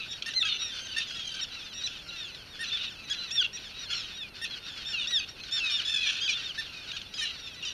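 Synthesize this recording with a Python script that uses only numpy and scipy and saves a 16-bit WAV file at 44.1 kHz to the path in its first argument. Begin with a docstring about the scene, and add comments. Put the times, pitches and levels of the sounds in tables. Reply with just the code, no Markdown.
"""Tern cries from close by, over open ground among the nests: a clear arch falls, then breaks into a rasp.
Near birds also give low squawks, scolding trills, short kips and dry clicks; others whistle further off.
Harmonics shaped by a throat make the voices; roughness doubles the period, then turns to uneven slaps.
Random distant calls and coloured noise blur into the colony's din, over a low rumble, hum and whine."""
import sys
import numpy as np
from scipy import signal
from scipy.fft import rfft, irfft, next_fast_len
from scipy.io import wavfile

SR = 44100
rng = np.random.default_rng(int(sys.argv[2]) if len(sys.argv) > 2 else 0)


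def wrap_up_sound(samples):
    """Save the sound to the file named by the first command line argument, as 16-bit audio."""
    columns = np.atleast_2d(samples).T
    # keep every value between -1 and 1, then stretch to whole-number steps
    tamed = np.clip(columns, -1, 1)
    steps = np.round(tamed * 32767).astype(np.int16)
    wavfile.write(sys.argv[1], SR, steps)


N = 340881
TIME = np.arange(N) / SR

# Call levels below are set before the layer trims in scene() and before the outdoor reflections.
# Two-part cries, a clear arch and its harsh low tail:
# (time [s], length [s], top pitch [Hz], pitch at the break [Hz], bend of the fall [1 straight, 5 late],
#  opened level [dB], time until it opens [s], swell on opening [dB], brightness [dB], ground echo [ms],
#  tail length [s], tail start pitch [Hz], tail end pitch [Hz], tail level [dB], tail growth [dB],
#  tail brightness [dB], tail roughness halfway [0-1])
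CRY_NOTES = [(.337, 0.09, 2082, 1716, 1.86, -26.5, 0.025, 9.5, -9.5, 1.41, .148, 1348, 1147, -30.5, -4, -11, 0.71),
             (3.308, 0.12, 1868, 1406, 2.0, -25, 0.046, 11.5, -6.5, 1.48, 0.039, 1175, 1054, -32, 3, -8, 1),
             (4.85, 0.081, 1815, 1660, 6.3, -40.5, 0.0092, -2, 9.5, 1.1, 0.13, 1482, 1070, -32, 4.5, -5, .45),
             (5.071, 0.13, 1950, 1513, 1.7, -28.5, 0.05, 4.5, 1.5, 1.125, 0.049, 1280, 1230, -36, -3, -7, 0.76),
             (5.512, 0.089, 1815, 1596, 3.2, -33.5, .012, 2.5, 9.5, 1.11, 0.18, 1384, 1127, -33.5, 2, -4, 0.19),
             (5.697, 0.11, 1830, 1410, 3.2, -31, 0.045, 3, -1, 1.305, 0.047, 1240, 1150, -43.5, 7, -13, .4),
             (6.205, .073, 1630, 1414, 4.7, -33.5, 0.013, 5, 5, 1.245, .068, 1320, 1034, -29.5, 2, 2, 0.54),
             (7.138, 0.044, 1680, 1480, 3, -41.5, .008, -2, 14, 1.0, 0.14, 1310, 1045, -34, -3.5, 0, 0.79),
             (7.624, 0.026, 1433, 1280, 1.6, -38.5, .006, 5, 3, 1.05, 0.076, 1282, 1105, -37, -2, 5.5, 0.83)]
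# Lone falling squawks in the low register:
# (time [s], length [s], start pitch [Hz], end pitch [Hz], level [dB], growth [dB], brightness [dB],
#  roughness halfway [about 0-1])
SQUAWK_NOTES = [(0, 0.066, 1340, 1230, -41.5, -3, -7, 1.04), (0.987, 0.054, 1454, 1189, -37, 3, 6, 1),
                (1.627, 0.053, 1300, 1165, -48, -4, 0, .05), (1.853, .03, 1440, 1316, -48, 0, -5, 0.1),
                (2.769, .13, 1630, 1282, -39, -2, -12, 1.02), (3.937, 0.15, 1496, 1210, -42.5, 5, 4, 0.8),
                (4.232, .055, 1290, 1160, -45.5, -8, -12, 0.26),
                (6.011, 0.099, 1357, 1104, -32, 15, 0, 0.58), (6.747, 0.087, 1280, 1216, -47, -2, -1, 0)]
# Scolding trills:
# (time [s], length [s], syllable rate [1/s], start pitch [Hz], end pitch [Hz], bend of the fall [exponent],
#  level [dB], growth [dB], brightness [dB], start roughness [0-1], end roughness [0-1])
TRILL_NOTES = [(0.715, 0.24, 30, 1590, 1403, 8, -40.5, 3, 4.5, 0.06, 0.47),
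               (1.073, 0.34, 41.3, 1680, 1516, 1.7, -41.5, 6, 4.5, 0.16, 0.31),
               (5.849, .35, 44.8, 1766, 1352, 2.2, -35, -6, 2, .12, .95)]
# Short arched notes; the croak runs on for a quarter of the length:
# (time [s], length before the run-on [s], top pitch [Hz], level [dB], brightness [dB], hollowness [dB],
#  roughness [0-1])
KIP_NOTES = [(0.108, 0.028, 1844, -39.5, 9, -8, 0.12), (0.26, 0.052, 1845, -38, 7, 18.5, 0.52),
             (0.451, 0.043, 1670, -31.5, 6, 4, 0.15), (0.962, 0.055, 1837, -37, 11, 19.5, 0.6),
             (1.41, 0.036, 1895, -34, 11.5, 8, 0), (1.836, 0.042, 2010, -36.5, 6.5, -1, 0.02),
             (2.086, 0.023, 1980, -41, -4, -19, 0.05), (2.592, 0.062, 1864, -40.5, 8, 19, 0.2),
             (2.664, 0.042, 2007, -35, -2, -4, 0), (3.099, 0.041, 1696, -32.5, 7, 8, 0.12),
             (3.531, 0.049, 1927, -38, 9.5, 4.5, 0.13), (3.902, 0.039, 1720, -32.5, 6.5, 7, 0.2),
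             (4.415, 0.044, 1863, -40, 10, 21.5, 0.22), (6.06, 0.06, 1780, -42, 7, 17, 0.1),
             (6.577, 0.045, 1810, -40.5, 11, 19.5, 0.26), (6.933, 0.039, 1675, -39, -2, 6, 0.18),
             (7.211, 0.051, 1850, -40.5, 11, 20, 0.2)]
# Clean falling calls further off:
# (time [s], length [s], top pitch [Hz], end pitch [Hz], level [dB], brightness [dB])
WHISTLE_NOTES = [(0.087, 0.086, 1905, 1880, -41.5, -7), (0.532, 0.12, 2030, 1875, -44.5, 5),
                 (0.591, 0.12, 1900, 1760, -35, -0.5), (0.712, 0.083, 1800, 1720, -43, -13),
                 (0.974, 0.14, 1833, 1610, -39, -16), (1.146, 0.094, 1904, 1770, -39.5, -1),
                 (1.506, 0.13, 1993, 1594, -45.5, -3), (1.733, 0.1, 1900, 1880, -39, 4),
                 (1.853, 0.13, 1750, 1409, -48, 5), (2.037, 0.047, 1863, 1723, -47.5, 20),
                 (2.162, 0.13, 1862, 1542, -40.5, 4), (2.717, 0.059, 1798, 1655, -32, -7),
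                 (2.82, 0.065, 1954, 1759, -41.5, -16), (3.038, 0.044, 2040, 1900, -47, 9),
                 (3.178, 0.075, 2035, 1975, -39.5, -2), (3.589, 0.11, 1903, 1425, -44.5, 1.5),
                 (3.742, 0.067, 1934, 1892, -45.5, -4), (3.789, 0.074, 1960, 1740, -43.5, 11.5),
                 (3.86, 0.21, 2153, 1840, -43, -11), (3.929, 0.082, 1860, 1740, -42.5, 18),
                 (4.144, 0.094, 1914, 1680, -41, 1), (4.473, 0.078, 2126, 1877, -41.5, -10),
                 (4.499, 0.089, 1684, 1450, -44, -13), (4.634, 0.11, 1890, 1596, -44.5, 5.5),
                 (5.287, 0.03, 1857, 1910, -41, 6), (5.396, 0.096, 2122, 2070, -48.5, -2),
                 (6.147, 0.15, 1815, 1670, -37.5, -5), (6.331, 0.077, 1792, 1480, -36.5, -5),
                 (6.434, 0.089, 1842, 1360, -36.5, -4), (6.876, 0.056, 1924, 1594, -43, -4),
                 (7.05, 0.043, 1760, 1700, -45, -17), (7.377, 0.12, 1888, 1685, -45, 7.5),
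                 (7.51, 0.052, 1950, 1658, -54, 21)]
# Dry scolding clicks: (time [s], level [dB], decay scale [s])
KEK_NOTES = [(.222, -29.5, 0.0054), (0.337, -39, 0.0032), (0.868, -37, 0.0028), (2.16, -37, 0.0043),
             (2.346, -39.5, 0.0047), (2.64, -35, .014), (4.451, -36, 0.016), (5.399, -41, 0.006),
             (5.435, -35, 0.004), (6.915, -33.5, 0.0058), (6.966, -32.5, 0.0091), (7.015, -33.5, 0.0028),
             (7.139, -39.5, 0.0054), (7.471, -39, 0.0085), (7.623, -40, .005)]
# Swell of the colony's din, before its trim: (time [s], level [dB])
DIN_LEVEL = [(0, -44), (.6, -41), (1.25, -44), (2.2, -42.5), (2.45, -47), (2.75, -39), (3, -45.5),
             (3.3, -41), (3.55, -47.5), (3.95, -38.5), (4.3, -49), (4.85, -40.5), (5.35, -47), (5.6, -38.5),
             (6.45, -39.5), (6.72, -43), (7.73, -44.5)]
# Resonances of a tern's throat and open bill: (frequency [Hz], relative level [dB])
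THROAT_SHAPE = [(600, -41), (1150, -22.5), (1400, -9), (1750, -18), (2100, -17), (2550, 7), (3100, 3.5),
                (3700, 2), (4300, -0.5), (5000, -14), (5700, -7), (6700, -17), (8000, -35.5), (9300, -31),
                (11000, -46), (14000, -49)]
# Colour of the colony from afar: (frequency [Hz], relative level per hertz [dB])
FAR_COLOUR = [(900, -22), (1200, -7.5), (1500, 3.5), (1800, -8.5), (2200, -1), (2550, 2), (3000, 4.5),
              (3600, -14), (4300, 7.5), (4900, -2.5), (5700, -5), (6600, -17), (7700, -24.5), (13000, -44)]
# Colour of the rumble of air and shore: (frequency [Hz], relative level per hertz [dB])
AIR_COLOUR = [(10, -24), (25, -2.5), (60, -1.5), (130, -3), (250, -7), (500, -11), (1000, -15.5),
              (2500, -16.5), (8000, -38), (12000, -30), (15000, -69)]
# Faint steady hum and whine: (frequency [Hz], rms level [dB])
WHINE_TONES = [(55, -72), (8781, -75.5), (11688, -87.5), (11718, -77), (14625, -83)]

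EDGE_HZ = 15200
# cry arch: share of it spent rising, scoop below the top as a share of pitch, time the opening takes [s]
RISE_SHARE, SCOOP, OPEN_S = 0.303, 0.122, 0.0037
# squawk: pitch falls fast then slower [exponent], roughness gained start to end, level lost by the end [dB]
SQUAWK_BEND, ROUGHEN, SQUAWK_END_DB = .75, 1.0, -6.5
# trill: the first syllable swells in over this time [s], from this level [dB]
TRILL_ATTACK_S, TRILL_ONSET_DB = 0.016, -3


def amp(db):
    """Decibels to gain."""
    return 10 ** (np.asarray(db) / 20)


def evened(x):
    """Scales to rms 1."""
    return x / np.sqrt(np.mean(x ** 2) + 1e-20)


def read(points, hz):
    """Reads a spectrum in dB on a log-frequency axis."""
    f, db = np.transpose(points)
    return np.interp(np.log(hz + 1), np.log(f), db)


def colour(x, points):
    """Filters by a spectrum."""
    size = next_fast_len(len(x))
    gains = amp(read(points, np.fft.rfftfreq(size, 1 / SR)))
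    return irfft(rfft(x, size) * gains, size)[:len(x)]


def wander(t, rate):
    """A random curve that heads for a new value rate times a second."""
    knots = rng.standard_normal(2048)
    return np.interp((t - t[0]) * rate, np.arange(len(knots)), knots)


def progress(length):
    """Runs from 0 to 1 over a note of this length in seconds."""
    return np.arange(0, 1, 1 / (length * SR))


def add(mix, s, sound):
    """Mixes a sound in at time s."""
    part = mix[max(round(s * SR), 0):][:len(sound)]
    part += sound[:len(part)]


def play(call, rows):
    """Mixes one kind of call, row by row."""
    mix = np.zeros(N)
    for row in rows:
        add(mix, *call(*row))
    return mix


def fade(t, edge):
    """Ramps a note in and out over edge seconds."""
    return np.clip(np.minimum(t - t[0], t[-1] - t) / edge, 0, 1)


def rasp(t, bright_db, slap_hz=300, unevenness=.33, size_db=2, hiss=0.22, ring=0.36, treble_db=-3):
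    """Chaotic voice: membranes slap unevenly; each slap rings the throat with a little hiss behind it."""
    turns = np.cumsum(slap_hz * np.exp(unevenness * wander(t, 300))) / SR
    slaps = np.diff(np.floor(turns), prepend=0) * amp(size_db * rng.standard_normal(len(t)))
    # the hiss dies away over a share of each turn
    breath = hiss * np.exp(-(turns % 1) / ring) * rng.standard_normal(len(t))
    sound = colour(slaps + breath, THROAT_SHAPE)
    body = colour(sound, [(3800, 0), (5000, -30)])
    treble = sound - body
    return evened(body + amp(treble_db + 0.54 * bright_db) * treble)


def voice(t, hz, bright_db, rough, low_db=0, top_db=-1, jitter=0.0034, rough_jitter=0.0089,
          flutter_db=2.5, half_db=-3):
    """Harmonics through the throat; with roughness the period doubles, then breaks into a rasp."""
    hz = hz * (1 + (jitter + rough_jitter * rough) * wander(t, 497.4))
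    phase = 2 * np.pi * np.cumsum(hz) / SR
    # harmonics 1 to 8, with the half-steps that a doubled period adds
    k = np.arange(2, 17)[:, None] / 2
    halves = amp(half_db) * np.clip((rough - .1) / .33, 0, 1)
    # brightness works above 4.2 kHz and eases towards 9 kHz; the top edge works above 7.6 kHz
    upper = np.clip((k * hz - 4200) / 600, 0, 1) * np.interp(k * hz, [6500, 9000], [1, .5])
    top = np.clip((k * hz - 7600) / 1200, 0, 1)
    # each partial fades on its own as the bird turns
    turning_db = 2.8 * np.array([wander(t, 38.2) for _ in k])
    gains = amp(read(THROAT_SHAPE, k * hz) + bright_db * upper + top_db * top + turning_db)
    gains = gains * np.where(k % 1 > 0, halves, 1)
    # level is set by everything above the fundamental
    gains /= np.sqrt((gains[1:] ** 2).sum(0) / 2)
    gains[0] *= amp(low_db)
    tone = (gains * np.sin(k * phase + rng.uniform(0, 2 * np.pi, k.shape))).sum(0)
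    tone *= amp(flutter_db * wander(t, 131.7))
    # a rough voice also shudders quickly in level
    tone *= 1 + .4 * np.clip(rough, 0, 1) * wander(t, 700)
    chaos = .7 * np.clip(rough, 0, 1) ** 5
    sound = np.sqrt(1 - chaos) * tone + np.sqrt(chaos) * rasp(t, bright_db)
    return sound * fade(t, edge=0.00041)


def outdoors(x, ground=0.63, ground_delay=0.001135, scatter_db=-15, t60=0.25):
    """The ground answers at once, later or sooner as birds fly; bushes and rocks scatter a thin tail."""
    bounce = np.interp(TIME - ground_delay * (1 + 0.18 * wander(TIME, 4)), TIME, x)
    t = np.arange(SR // 2) / SR
    # the scattered tail starts 8 ms late
    tail = rng.standard_normal(len(t)) * amp(-60 * t / t60) * (t > .008)
    tail = colour(tail / np.linalg.norm(tail), [(4000, 1.5), (9000, -7)])
    return x + ground * bounce + amp(scatter_db) * signal.fftconvolve(x, tail)[:N]


def background(air_db=-54):
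    """Steady noise coloured as a rumble, with sine tones for a faint hum and whine."""
    tones = sum(amp(db) * np.sqrt(2) * np.sin(2 * np.pi * hz * TIME) for hz, db in WHINE_TONES)
    return amp(air_db) * evened(colour(rng.standard_normal(N), AIR_COLOUR)) + tones


def crowd(count=210, calls_db=-3, patchy_db=5.0):
    """Distant birds at random: single cries stand out of the noise blur of all the rest."""
    calls = np.zeros(N)
    for n, (at, length, top, fall, size, bright) in enumerate(rng.random((count, 6))):
        t = np.arange(0, .05 + .13 * length, 1 / SR)
        u = t / t[-1]
        # two calls in five are in the low, harsher register
        low = n % 5 < 2
        base_hz = 1310 + 130 * top if low else 1720 + 330 * top
        hz = base_hz * (1 - (.15 + .25 * fall) * (u - .25) ** 2 / (.25 + 0.31 * u))
        rough = np.clip((u - .7 + 1.5 * low) * 2 * fall, 0, 1)
        sound = voice(t, hz, 9 * bright - 6, rough, low_db=6.0, flutter_db=2)
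        swell = np.sqrt(np.sin(np.pi * u).clip(0))
        # loosely even spacing in time
        start = (n + 2 * at - 1) / count * TIME[-1]
        add(calls, start, amp(6.7 * size) * swell * sound)
    # a slight dip near 7.5 kHz and a slight lift from 10 kHz; only the shape survives the levelling
    calls = colour(calls, [(5800, -11), (7500, -12), (10000, -9)])
    blur = evened(colour(rng.standard_normal(N), FAR_COLOUR)) * amp(patchy_db * wander(TIME, 45))
    mix = evened(calls) + .65 * blur
    return amp(np.interp(TIME, *np.transpose(DIN_LEVEL)) + calls_db) * mix


def whistle(s, length, top_hz, end_hz, db, bright_db):
    """A nearly clean voice that rises briefly and falls ever faster, its top edge held back."""
    u = progress(length)
    rise = np.interp(u, [0, .12, .3], [.96, .99, 1])
    fall = np.clip((u - .25) / .75, 0, 1) ** 1.6
    hz = top_hz * rise + (end_hz - top_hz) * fall
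    swell_db = np.interp(u, [0, .2, .7, 1], [-6, 0, -2.5, -2.5])
    sound = voice(s + u * length, hz, bright_db, 0.14, low_db=-2.0, top_db=-2.5)
    return s, amp(db + swell_db) * sound


def kek(s, db, decay):
    """A snap of fast membrane slaps that dies at once."""
    t = np.arange(0, 5 * decay, 1 / SR)
    snap = rasp(t, bright_db=8.0, slap_hz=1117, hiss=0.28)
    return s, amp(db) * snap * np.exp(-(t / decay / 1.6) ** 2) * fade(t, edge=.001)


def kip(s, length, top_hz, db, bright_db, hollow_db, hoarse, edge_db=-3, edge_share=0.91):
    """One abrupt pitch arch that collapses into a brief croak."""
    u = np.arange(0, 1.25, 1 / (length * SR))
    arch = np.interp(u, [0, .2, .45, .65, .82, 1, 1.25], [.94, .98, 1, .985, .92, .76, .66])
    swell_db = np.interp(u, [0, .25, .65, .9, 1.25], [-3.0, 0.5, 1.5, -4, -6.5])
    croak = np.clip((u - .85 + 0.54 * hoarse) * 4, 0, 1)
    rough = np.clip(hoarse + croak, 0, 1)
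    # a hollow kip is weak in the middle: fundamental and thin top edge stand out until it collapses
    held = np.clip((1.05 - u) * 3, 0, 1)
    top_db = edge_db + edge_share * np.maximum(hollow_db, 0) * held
    sound = voice(s + u * length, top_hz * arch, bright_db * (1 - rough ** 2), rough, hollow_db * held, top_db)
    return s, amp(db + swell_db) * sound


def trill(s, length, rate, start_hz, end_hz, bend, db, growth_db, bright_db, start_rough, end_rough,
          gap_db=-9, dulling_db=-9, wobble=0.0119, uneven_db=-1.0, drift=0.041):
    """Quick flat-topped syllables sink and roughen; between them pitch and level sag and the voice catches."""
    u = progress(length)
    t, tired = s + u * length, u ** bend
    rough = start_rough + (end_rough - start_rough) * tired
    beats = (t - s) * rate + drift * wander(t, rate / 2)
    # peaks once between each two syllables
    gap = (.5 + .5 * np.cos(2 * np.pi * (beats - .87))) ** 3
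    sag = (.08 + .25 * rough) * gap ** 1.5 * (1 + .3 * wander(t, rate))
    hz = (start_hz + (end_hz - start_hz) * tired) * (1 - sag + wobble * wander(t, rate))
    caught = np.clip(rough + 0.16 * gap, 0, 1)
    sound = voice(t, hz, bright_db + dulling_db * (u - .5), caught, low_db=1, top_db=5.5)
    onset_db = TRILL_ONSET_DB * np.clip(1 - (t - s) / TRILL_ATTACK_S, 0, 1)
    syllable_db = gap_db * gap ** 2 + uneven_db * wander(t, rate)
    return s, amp(db + onset_db + growth_db * (u - .5) + syllable_db) * sound


def squawk(s, length, start_hz, end_hz, db, growth_db, bright_db, rough, dulling_db=-4):
    """The low register: a falling note whose voice roughens towards a rasp, dulls and sinks at the end."""
    u = progress(length)
    hz = start_hz + (end_hz - start_hz) * u ** SQUAWK_BEND
    swell_db = growth_db * (u - .5) + SQUAWK_END_DB * u ** 4
    rough = np.clip(rough + ROUGHEN * (u - .5), 0, 1.2)
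    sound = voice(s + u * length, hz, bright_db + dulling_db * (u - .5), rough, top_db=3)
    return s, amp(db + swell_db) * sound


def cry(s, length, top_hz, break_hz, bend, db, opens, swell_db, bright_db, echo_ms, *tail,
        ground=.75, thin=1.2, edge_db=-2, edge_share=.5):
    """A clear arch breaks into a squawk; its pitch sweeps through the notches of the ground echo."""
    u = progress(length)
    rise = np.clip(1 - u / RISE_SHARE, 0, 1)
    fall = np.clip((u - RISE_SHARE) / (1 - RISE_SHARE), 0, 1)
    hz = top_hz * (1 - SCOOP * rise ** 2.53) + (break_hz - top_hz) * fall ** bend
    # until the voice opens, level and brightness are offset together
    weak_db = swell_db * np.clip(.5 + (opens - u * length) / OPEN_S, 0, 1)
    arch = voice(s + u * length, hz, bright_db + thin * weak_db, .05 + 0.19 * rise,
                 low_db=-1.5, top_db=edge_db + edge_share * weak_db, flutter_db=1.5)
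    _, harsh_tail = squawk(s + length, *tail)
    sound = np.concatenate([amp(db - weak_db) * arch, harsh_tail])
    ms = np.arange(len(sound)) * 1000 / SR
    echo = np.interp(ms - echo_ms, ms, sound, left=0)
    return s, (sound + ground * echo) / np.hypot(1, ground)


def scene(cries_db=1.0, squawks_db=0, trills_db=1, kips_db=0, whistles_db=-1.0, keks_db=-1):
    """All the birds in the open air; the cries bring their own ground echo."""
    birds = amp(whistles_db) * play(whistle, WHISTLE_NOTES)
    birds += amp(keks_db) * play(kek, KEK_NOTES)
    birds += amp(kips_db) * play(kip, KIP_NOTES)
    birds += amp(trills_db) * play(trill, TRILL_NOTES)
    birds += amp(squawks_db) * play(squawk, SQUAWK_NOTES)
    cries = amp(cries_db) * outdoors(play(cry, CRY_NOTES), ground=0)
    return (background() + crowd() + outdoors(birds) + cries)[None]


def record(dry):
    """A steep low-pass takes off everything above the band edge."""
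    low_pass = signal.firwin(511, EDGE_HZ, window=("kaiser", 9), fs=SR)
    return signal.oaconvolve(dry, low_pass[None], "same")


dry = scene()
out = record(dry)
wrap_up_sound(out)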